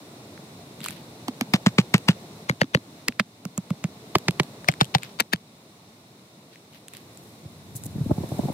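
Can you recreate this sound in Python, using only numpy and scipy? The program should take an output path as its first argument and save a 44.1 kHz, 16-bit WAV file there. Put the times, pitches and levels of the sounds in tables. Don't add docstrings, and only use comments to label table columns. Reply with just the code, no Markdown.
import sys
import numpy as np
from scipy import signal
from scipy.io import wavfile
from scipy.ndimage import uniform_filter1d

SR = 44100
rng = np.random.default_rng(int(sys.argv[2]) if len(sys.argv) > 2 else 0)


def unload_wav(signal):
    wavfile.write(
        sys.argv[1],
        SR,
        np.round(np.clip(np.atleast_2d(signal).T, -1, 1) * 32767).astype(np.int16),
    )


N = 376589


def from_db(db):
    return 10 ** (np.asarray(db) / 20)


def rms_one(x):
    return x / np.sqrt(np.mean(x ** 2) + 1e-20)


def peak_one(x):
    return x / np.abs(x).max(-1, keepdims=True)


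def level_in_time(rows, outside_db=None):
    time_s, level_db = np.transpose(rows)
    return np.interp(np.arange(N) / SR, time_s, level_db, outside_db, outside_db)


def at_hz(points, hz):
    point_hz, value = np.transpose(points)
    return np.interp(np.log(hz), np.log(point_hz), value)


def band(x, low_hz, high_hz):
    return signal.sosfilt(signal.butter(2, [low_hz, high_hz], "band", fs=SR, output="sos"), x)


def drift(corner_hz):
    step, settle = 40, 2000
    pole = np.exp(-2 * np.pi * corner_hz * step / SR)
    steps = rng.standard_normal(N // step + settle + 2)
    slow = signal.lfilter([1], [1, -2 * pole, pole * pole], steps)[settle:]
    return np.interp(np.arange(N) / step, np.arange(len(slow)), rms_one(slow))


def ring(x, hz, t60_s):
    radius = from_db(-60 / (t60_s * SR))
    angle = 2 * np.pi * hz / SR
    return signal.lfilter([0, np.sin(angle)], [1, -2 * radius * np.cos(angle), radius * radius], x)


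def contact(rise_ms, alike):
    t = np.arange(2600) / SR * 1000 / rise_ms
    shared, own = rng.standard_normal(len(t)), rng.standard_normal((2, len(t)))
    alike = np.clip(alike, 0, 1)
    return t * np.exp(-t) * (np.sqrt(alike) * shared + np.sqrt(1 - alike) * own)


def struck(push, modes, level_db):
    sound = 0
    for hz, mode_db, t60_s in modes:
        strength_db = mode_db + rng.normal(0, 1.5)
        sound = sound + from_db(strength_db) * peak_one(ring(push, hz, t60_s))
    return from_db(level_db) * peak_one(sound)


def thump(hz, rise_cycles, level_db, glide):
    turn = np.arange(2600) / SR * hz
    rise = turn / rise_cycles
    envelope = rise * np.exp(1 - rise)
    sagging_turn = turn + glide * (1 - np.exp(-turn))
    return from_db(level_db) * envelope * np.sin(2 * np.pi * sagging_turn)


LAG_MS_PER_DB = 0.08


def add(out, s, sound, pan_db=0):
    length = sound.shape[-1]
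    stereo = np.broadcast_to(sound, (2, length))
    for side, sign in enumerate((1, -1)):
        at = round((s - sign * pan_db * LAG_MS_PER_DB / 2000) * SR)
        out[side, at:at + length] += from_db(sign * pan_db / 2) * stereo[side, :N - at]


# start_s, pan_left_over_right_db, knock_hz, knock_db, crunch_db, crunch_rise_ms, crunch_fall_ms,
# contact_rise_ms, thud_rise_ms
BLOW_SETTINGS = [(1.2, -2, 655, -15, -17.5, 2, 7, 0.31, 3.9),
                 (1.5, 1.8, 385, -9, -11.5, 1.34, 9.1, 0.48, 3.4),
                 (2.05, 1.7, 385, -10.5, -10, 2.7, 11.2, 0.89, 4.15),
                 (2.4, 4, 542, -12, -23, 4.9, 5.7, 0.46, 3.1),
                 (3.0, -0.5, 480, -17, -16.5, 1.9, 4.7, 0.8, 4.3),
                 (3.4, -0.64, 560, -5, -17.5, 2.9, 6.3, 0.63, 4.2),
                 (4.1, -1, 374, -8.5, -14.5, 1.4, 3.8, 0.44, 4.1),
                 (4.6, 5, 770, -8, -19.5, 2.9, 6.2, 0.28, 3.95),
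                 (5.1, 6, 464, -12.5, -1, 3.7, 4.2, 0.92, 4), (5.3, 5.5, 600, -21, -15, 3.6, 5, 0.45, 4.1)]


def settings_at(s):
    return [row for start_s, *row in BLOW_SETTINGS if start_s < s][-1]


# time_s, crack_peak_db, crack_hz, snap_peak_db, thud_db, thud_hz
BLOWS = [(1.2823, -14.5, 1170, -16.5, -20, 248), (1.4106, -8.5, 2280, -9.5, -16, 233),
         (1.5373, -2, 1010, -12, -7, 186), (1.663, -4.5, 2020, -18, -3, 186),
         (1.7842, -3, 2260, -22, -3, 179), (1.9411, -2, 2230, -7.5, -4.5, 175),
         (2.0855, -6, 2850, -11, -3.5, 170.3), (2.4962, -3.5, 2170, -14.5, -14, 151),
         (2.6154, 0, 1840, -28, -13, 166), (2.748, 1, 1860, -51, -12, 164),
         (3.0832, -8, 2200, -0.5, -23, 233), (3.1967, -2.5, 1550, -80, -16.5, 202),
         (3.4525, -29.5, 1210, -19, -23, 180), (3.578, -27.5, 1190, -11.5, -18, 181),
         (3.7046, -24, 1200, -23, -14, 170), (3.841, -18, 2220, -16, -15, 166),
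         (4.154, 1.5, 1240, -21, -15.5, 169), (4.2836, -2.5, 2340, -29, -13, 168),
         (4.3983, -3, 2230, -30, -16, 148), (4.6866, 2.5, 2230, -23, -15, 155),
         (4.8111, 4.5, 3640, -17, -12, 141), (4.9494, 1.5, 3800, -26, -13, 145.5),
         (5.2035, -11.5, 3830, -4, -26.5, 210), (5.334, -2.5, 1830, -10.5, -19.5, 163)]
# pitch_hz, level_db, t60_s
PEG_MODES = [(1214, -13, 0.0049), (1440, -30.5, 0.016), (2113, -14, 0.017), (2610, -1.5, 0.0024),
             (4180, -13, 0.0061), (4550, -18.5, 0.021)]
# pitch_hz, level_db, t60_s
SNAP_MODES = [(7480, 12.5, 0.0013), (9350, -2.5, 0.00052), (11560, 2.5, 0.0048), (14800, -24, 0.0026)]
# pitch_hz, level_db, t60_s
HEAD_MODES = [(610, -18, 0.049), (830, -29.5, 0.0034)]


def mallet():
    out = np.zeros((2, N))
    for s, crack_db, crack_hz, snap_db, thud_db, thud_hz in BLOWS:
        pan_db, knock_hz, knock_db, crunch_db, rise_ms, fall_ms, contact_ms, thud_rise_ms = settings_at(s)
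        crack = struck(contact(contact_ms, alike=0.63), PEG_MODES + [(crack_hz, 0, 0.007)], crack_db)
        snap = struck(contact(0.14, alike=0.93), SNAP_MODES, snap_db)
        knock_modes = HEAD_MODES + [(knock_hz, 0, 0.021)]
        knock = struck(contact(0.61, alike=0.86), knock_modes, crack_db + knock_db)
        add(out, s, crack + snap + knock, pan_db)
        add(out, s - 0.015, crunch(crack_db + crunch_db, rise_ms, fall_ms, crack_hz), pan_db)
        add(out, s + 0.0003, turf_thud(thud_hz, thud_rise_ms, thud_db))
    return out


def crunch(level_db, rise_ms, fall_ms, crack_hz):
    ms = np.arange(3000) / SR * 1000 - 15
    shape = np.exp(np.minimum(ms / rise_ms, -ms / fall_ms))
    grains = from_db(5 * np.repeat(rng.standard_normal(75), 40))
    grit = (rng.standard_normal(len(ms)) + 0.4 * rng.standard_normal((2, len(ms)))) * grains
    bright_share = 0.1 * (crack_hz / 2000) ** 1.5
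    bright = bright_share * rms_one(band(grit, 2240, 5730)) * shape ** 3.9
    return from_db(level_db) * shape * (rms_one(band(grit, 506, 3930)) + bright)


def turf_thud(hz, rise_ms, level_db):
    turf = thump(hz, rise_ms / 1000 * hz, level_db, glide=0.14)
    soil = thump(119.7, 0.97, level_db - 20, glide=0.5)
    return (turf + soil) * from_db([[-0.8], [0.8]])


# time_s, low_part_db, low_part_hz, treble_over_low_db
TICKS = [(0.377, -33, 1970, -12), (0.805, -27.5, 2600, -1), (0.815, -30, 3590, -6),
         (0.842, -25, 3700, 11.5), (0.8505, -24, 3250, -3), (0.861, -19, 1590, 6), (0.8753, -45, 3520, 5),
         (0.885, -20, 2620, 6), (0.9076, -29.5, 1950, 14), (1.5587, -19, 2920, -2), (1.6823, -24, 3250, -5),
         (1.807, -25, 2260, -4), (1.8144, -26, 2980, -8), (1.9806, -21.5, 3020, 0.5),
         (2.107, -22, 3000, -4), (2.1157, -23, 3195, -6), (2.5124, -24, 1600, -22),
         (2.5234, -36, 1560, -13), (2.633, -20, 2010, -24), (2.6433, -30, 1510, -21),
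         (2.773, -28, 1530, -17), (3.1233, -30.5, 2550, -21), (4.1844, -22.5, 3120, 7),
         (4.3088, -21, 4070, 0), (4.433, -25.5, 4060, 0.5), (4.6447, -27, 1560, -5), (4.716, -28, 3140, 4),
         (4.7237, -29.5, 3270, -5), (4.7387, -26, 1990, -2), (4.8324, -31, 3200, 3),
         (4.8449, -25.5, 3150, 3), (4.8537, -32, 3290, 1), (4.9836, -25.5, 3320, 1), (5.022, -36, 4000, -6),
         (5.033, -20, 2400, 1), (5.048, -29.5, 2210, -5.5), (5.223, -31, 2010, -8), (5.36, -31, 3170, -3),
         (6.558, -37, 2300, 0), (6.7344, -42, 3040, 4), (6.8833, -31.5, 3230, 9),
         (6.9364, -34.5, 2420, 12.5), (6.9503, -34, 3310, 1), (6.9691, -34, 4250, 10),
         (7.174, -43, 4010, 19.5), (7.754, -45, 2460, 18), (7.7635, -49, 4020, 16), (7.7742, -46, 4000, 19),
         (7.837, -38.5, 4330, 21), (7.8644, -39.5, 4130, 22)]
WORK_ENDS_S, IDLE_PAN_DB = 5.5, -0.5


def ticks():
    out = np.zeros((2, N))
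    for s, low_db, hz, treble_db in TICKS:
        push = contact(0.5, alike=0.7)
        low = band(struck(push, [(hz, 0, 0.0025), (3800, -6, 0.002)], low_db), 800, 7300)
        high = struck(push, SNAP_MODES + [(7400, 3, 0.004)], low_db + treble_db)
        at_work = BLOW_SETTINGS[0][0] < s < WORK_ENDS_S
        pan_db = settings_at(s)[0] if at_work else IDLE_PAN_DB
        add(out, s - 0.0005, low + band(high, 8000, 12000), pan_db)
    return out


# time_s, level_db, pitch_hz
SOFT_PATS = [(0.808, -30, 193), (0.893, -36, 190), (1.219, -33, 168), (2.521, -31, 230),
             (2.636, -23.5, 262), (2.77, -24.5, 246), (3.108, -51, 198)]


def pats():
    out = np.zeros((2, N))
    for s, level_db, hz in SOFT_PATS:
        add(out, s, thump(hz, 0.0027 * hz, level_db, glide=0.11))
    return out


def swell(s, rise_s, fall_s):
    span_db = 32.5
    gain = np.zeros(N)
    first, last = max(int((s - 2 * rise_s) * SR), 0), min(int((s + 2 * fall_s) * SR), N)
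    near = np.arange(first, last)
    t = near / SR - s
    gain[near] = from_db(span_db * np.minimum(t / rise_s, -t / fall_s))
    return gain


# loudest_s, low_part_db, treble_over_low_db, rise_s, fall_s
GRASS_STROKES = [(0.848, -37, -4, 0.066, 0.2), (0.97, -55, -14, .15, 0.083), (5.028, -41, -13, .02, 0.14),
                 (6.536, -53.5, -11, .06, 0.1), (6.76, -47.5, -8, 0.072, 0.056),
                 (6.954, -48, -7, .09, 0.13), (7.28, -78, 18, 0.7, 0.21),
                 (7.761, -60.5, 27.5, 0.015, 0.037), (7.862, -56.5, 18, 0.051, 0.012),
                 (8.4, -69, 17.5, 1.9, 1.5)]


def rustle():
    sizes_db = 4 * np.minimum(rng.exponential(1, (2, N)), 5)
    signs = rng.choice([-1, 1], (2, N))
    present = rng.random((2, N)) < 1800 / SR
    grains = from_db(sizes_db) * signs * present
    low, high = rms_one(band(grains, 1600, 4700)), rms_one(band(grains, 6500, 14500))
    out = np.zeros((2, N))
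    for s, low_db, treble_db, rise_s, fall_s in GRASS_STROKES:
        out += from_db(low_db) * swell(s, rise_s, fall_s) * (low + from_db(treble_db) * high)
    return out


# time_s, level_db
GUST_LEVEL = [(6.85, -74), (6.91, -64), (7.42, -54.5), (7.9, -41), (8.0, -34), (8.36, -49), (8.54, -38)]
# time_s, swing_db, swing_hz, upper_over_swing_db
GUST_BUFFETS = [(7.45, -29, 130, -12), (7.748, -36, 114, -19), (7.857, -26.5, 166, -13),
                (7.951, -21, 150, -14), (7.978, -21.5, 140, -10), (8.006, -16.5, 124, -15),
                (8.058, -17.5, 185, -16), (8.095, -18.5, 218, -27), (8.1084, -8.5, 154, 1.5),
                (8.177, -19.5, 149, -3), (8.203, -23.5, 180, -6), (8.233, -26, 150, 7),
                (8.316, -23, 150, 5), (8.337, -27, 130, -4), (8.389, -14.5, 163, 2),
                (8.433, -18.5, 132, -3), (8.449, -19, 158, -1.5), (8.482, -28, 215, 10.5),
                (8.497, -27, 167, 8)]
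WAKE_DB, WAKE_UPPER_DB = -7, -8
FLAP_MODES = [(312, 0.0, 0.0049), (624, -10.5, 0.0084), (1050, -35, 0.0055)]  # pitch_hz, level_db, t60_s


def wind():
    shared, own = rng.standard_normal(N), rng.standard_normal((2, N))
    low = rms_one(band(shared + 0.3 * own, 71, 160))
    lumps = from_db(4 * drift(40))
    upper = rms_one(band(band(shared + 1.8 * own, 240, 840), 200, 1140) * lumps)
    upper = signal.sosfilt(signal.butter(4, 1300, fs=SR, output="sos"), upper)
    low_gain, upper_gain = from_db(level_in_time(GUST_LEVEL, outside_db=-93)), 0
    out = np.zeros((2, N))
    for s, swing_db, hz, upper_db in GUST_BUFFETS:
        wake = from_db(swing_db + WAKE_DB) * swell(s + 0.0079, rise_s=0.029, fall_s=0.014)
        low_gain = low_gain + wake
        upper_gain = upper_gain + wake * from_db(upper_db + WAKE_UPPER_DB)
        flap = struck(contact(1.32, alike=0.68), FLAP_MODES, swing_db + upper_db)
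        flap = band(band(flap, 170, 850), 128, 1040)
        add(out, s, thump(hz, 0.39, swing_db, glide=0.36) + flap)
    return out + low_gain * low + upper_gain * upper


# pitch_hz, correlation
PORT_LIKENESS = [(60, 0.98), (130, 1.0), (290, 0.98), (640, 0.88), (1410, -0.22), (3100, -0.22),
                 (6820, -0.21), (15000, -0.046)]


def far_noise(spectrum, patchy_db):
    out, together = 0, drift(17.0)
    low_end, high_end = np.log(spectrum[0][0]), np.log(spectrum[-1][0])
    edges = np.exp(np.arange(low_end, high_end + 0.2, np.log(2) / 3))
    white = rng.standard_normal((2, 2, N))
    for k, (low_hz, high_hz) in enumerate(zip(edges, edges[1:])):
        mid, side = band(white[k % 2], low_hz, high_hz)
        hz = np.sqrt(low_hz * high_hz)
        alike = np.clip(at_hz(PORT_LIKENESS, hz), -1, 1)
        flicker_db = patchy_db * (0.19 * together + drift(27.0))
        stereo = np.sqrt(1 + alike) * mid + np.sqrt(1 - alike) * side * [[1], [-1]]
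        out = out + from_db(at_hz(spectrum, hz) + flicker_db) * stereo
    return rms_one(out)


# time_s, level_db
BACKGROUND_LEVEL = [(0.0, -45.5), (2.4, -44), (2.66, -52), (3.0, -46.5), (3.21, -54.5), (3.64, -49.5),
                    (4.28, -44), (5.14, -46.5), (5.28, -55), (5.61, -52), (6.87, -53), (7.09, -49),
                    (7.75, -49.5), (8.42, -38.5), (8.54, -40.5)]
# pitch_hz, density_db_per_hz
RUMBLE_SPECTRUM = [(18, -74), (30, -53), (92, -4.5), (190, -1.5), (226, -4.5), (404, -8), (441, -12),
                   (722, -11), (1200, -26), (2000, -26), (2600, -69), (4400, -120)]
# pitch_hz, density_db_per_hz
LEAF_SPECTRUM = [(590, -36), (1000, -3.5), (1220, -2.5), (1330, -8), (1820, -15.5), (2240, -2.5),
                 (2600, -8), (3540, -13), (5540, -8.5), (6290, -12.5), (8480, -12), (12400, -18.5),
                 (15600, -18.5)]
# low_hz, high_hz, level_over_leaves_db
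NARROW_HISS = (3470, 4290, -5.5)
LEAVES_DB, LEAVES_FOLLOW = -54, 0.7


def garden():
    background_db = level_in_time(BACKGROUND_LEVEL)
    hiss_db = LEAVES_DB + LEAVES_FOLLOW * (background_db - background_db.mean())
    low_hz, high_hz, narrow_db = NARROW_HISS
    narrow = rms_one(band(rng.standard_normal((2, N)), low_hz, high_hz))
    hiss = far_noise(LEAF_SPECTRUM, patchy_db=0.3) + from_db(narrow_db) * narrow
    rumble = far_noise(RUMBLE_SPECTRUM, patchy_db=1.54)
    return from_db(background_db) * rumble + from_db(hiss_db) * hiss


def scene():
    return mallet() + ticks() + pats() + rustle() + wind() + garden()


LAG_HZ, LOW_CUT_HZ, HIGH_CUT_HZ = 281, 85, 16900
GAIN_KNEE_DB, GAIN_SLOPE, GAIN_RELEASE_DB_S = -3, 0.083, 44


def record(dry):
    dry = signal.sosfilt(signal.butter(3, LOW_CUT_HZ, "high", fs=SR, output="sos"), dry)
    w = np.tan(np.pi * LAG_HZ / SR)
    pole = (1 - w) / (1 + w)
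    late = signal.sosfilt(np.tile([-pole, 1, 0, 1, -pole, 0], (5, 1)), dry)
    power = uniform_filter1d((late ** 2).mean(0), size=441)
    level_db = 10 * np.log10(power + 1e-12)
    ramp_db = GAIN_RELEASE_DB_S * np.arange(N) / SR
    held_db = np.maximum.accumulate(level_db + ramp_db) - ramp_db
    cut_db = GAIN_SLOPE * np.maximum(held_db - GAIN_KNEE_DB, 0)
    cut_db = signal.lfilter([0.003], [1, -0.997], cut_db)
    out = 0.84 * np.tanh(late * from_db(-cut_db) / 0.84)
    return signal.sosfilt(signal.cheby2(12, 70, HIGH_CUT_HZ, fs=SR, output="sos"), out)


dry = scene()
out = record(dry)
unload_wav(out)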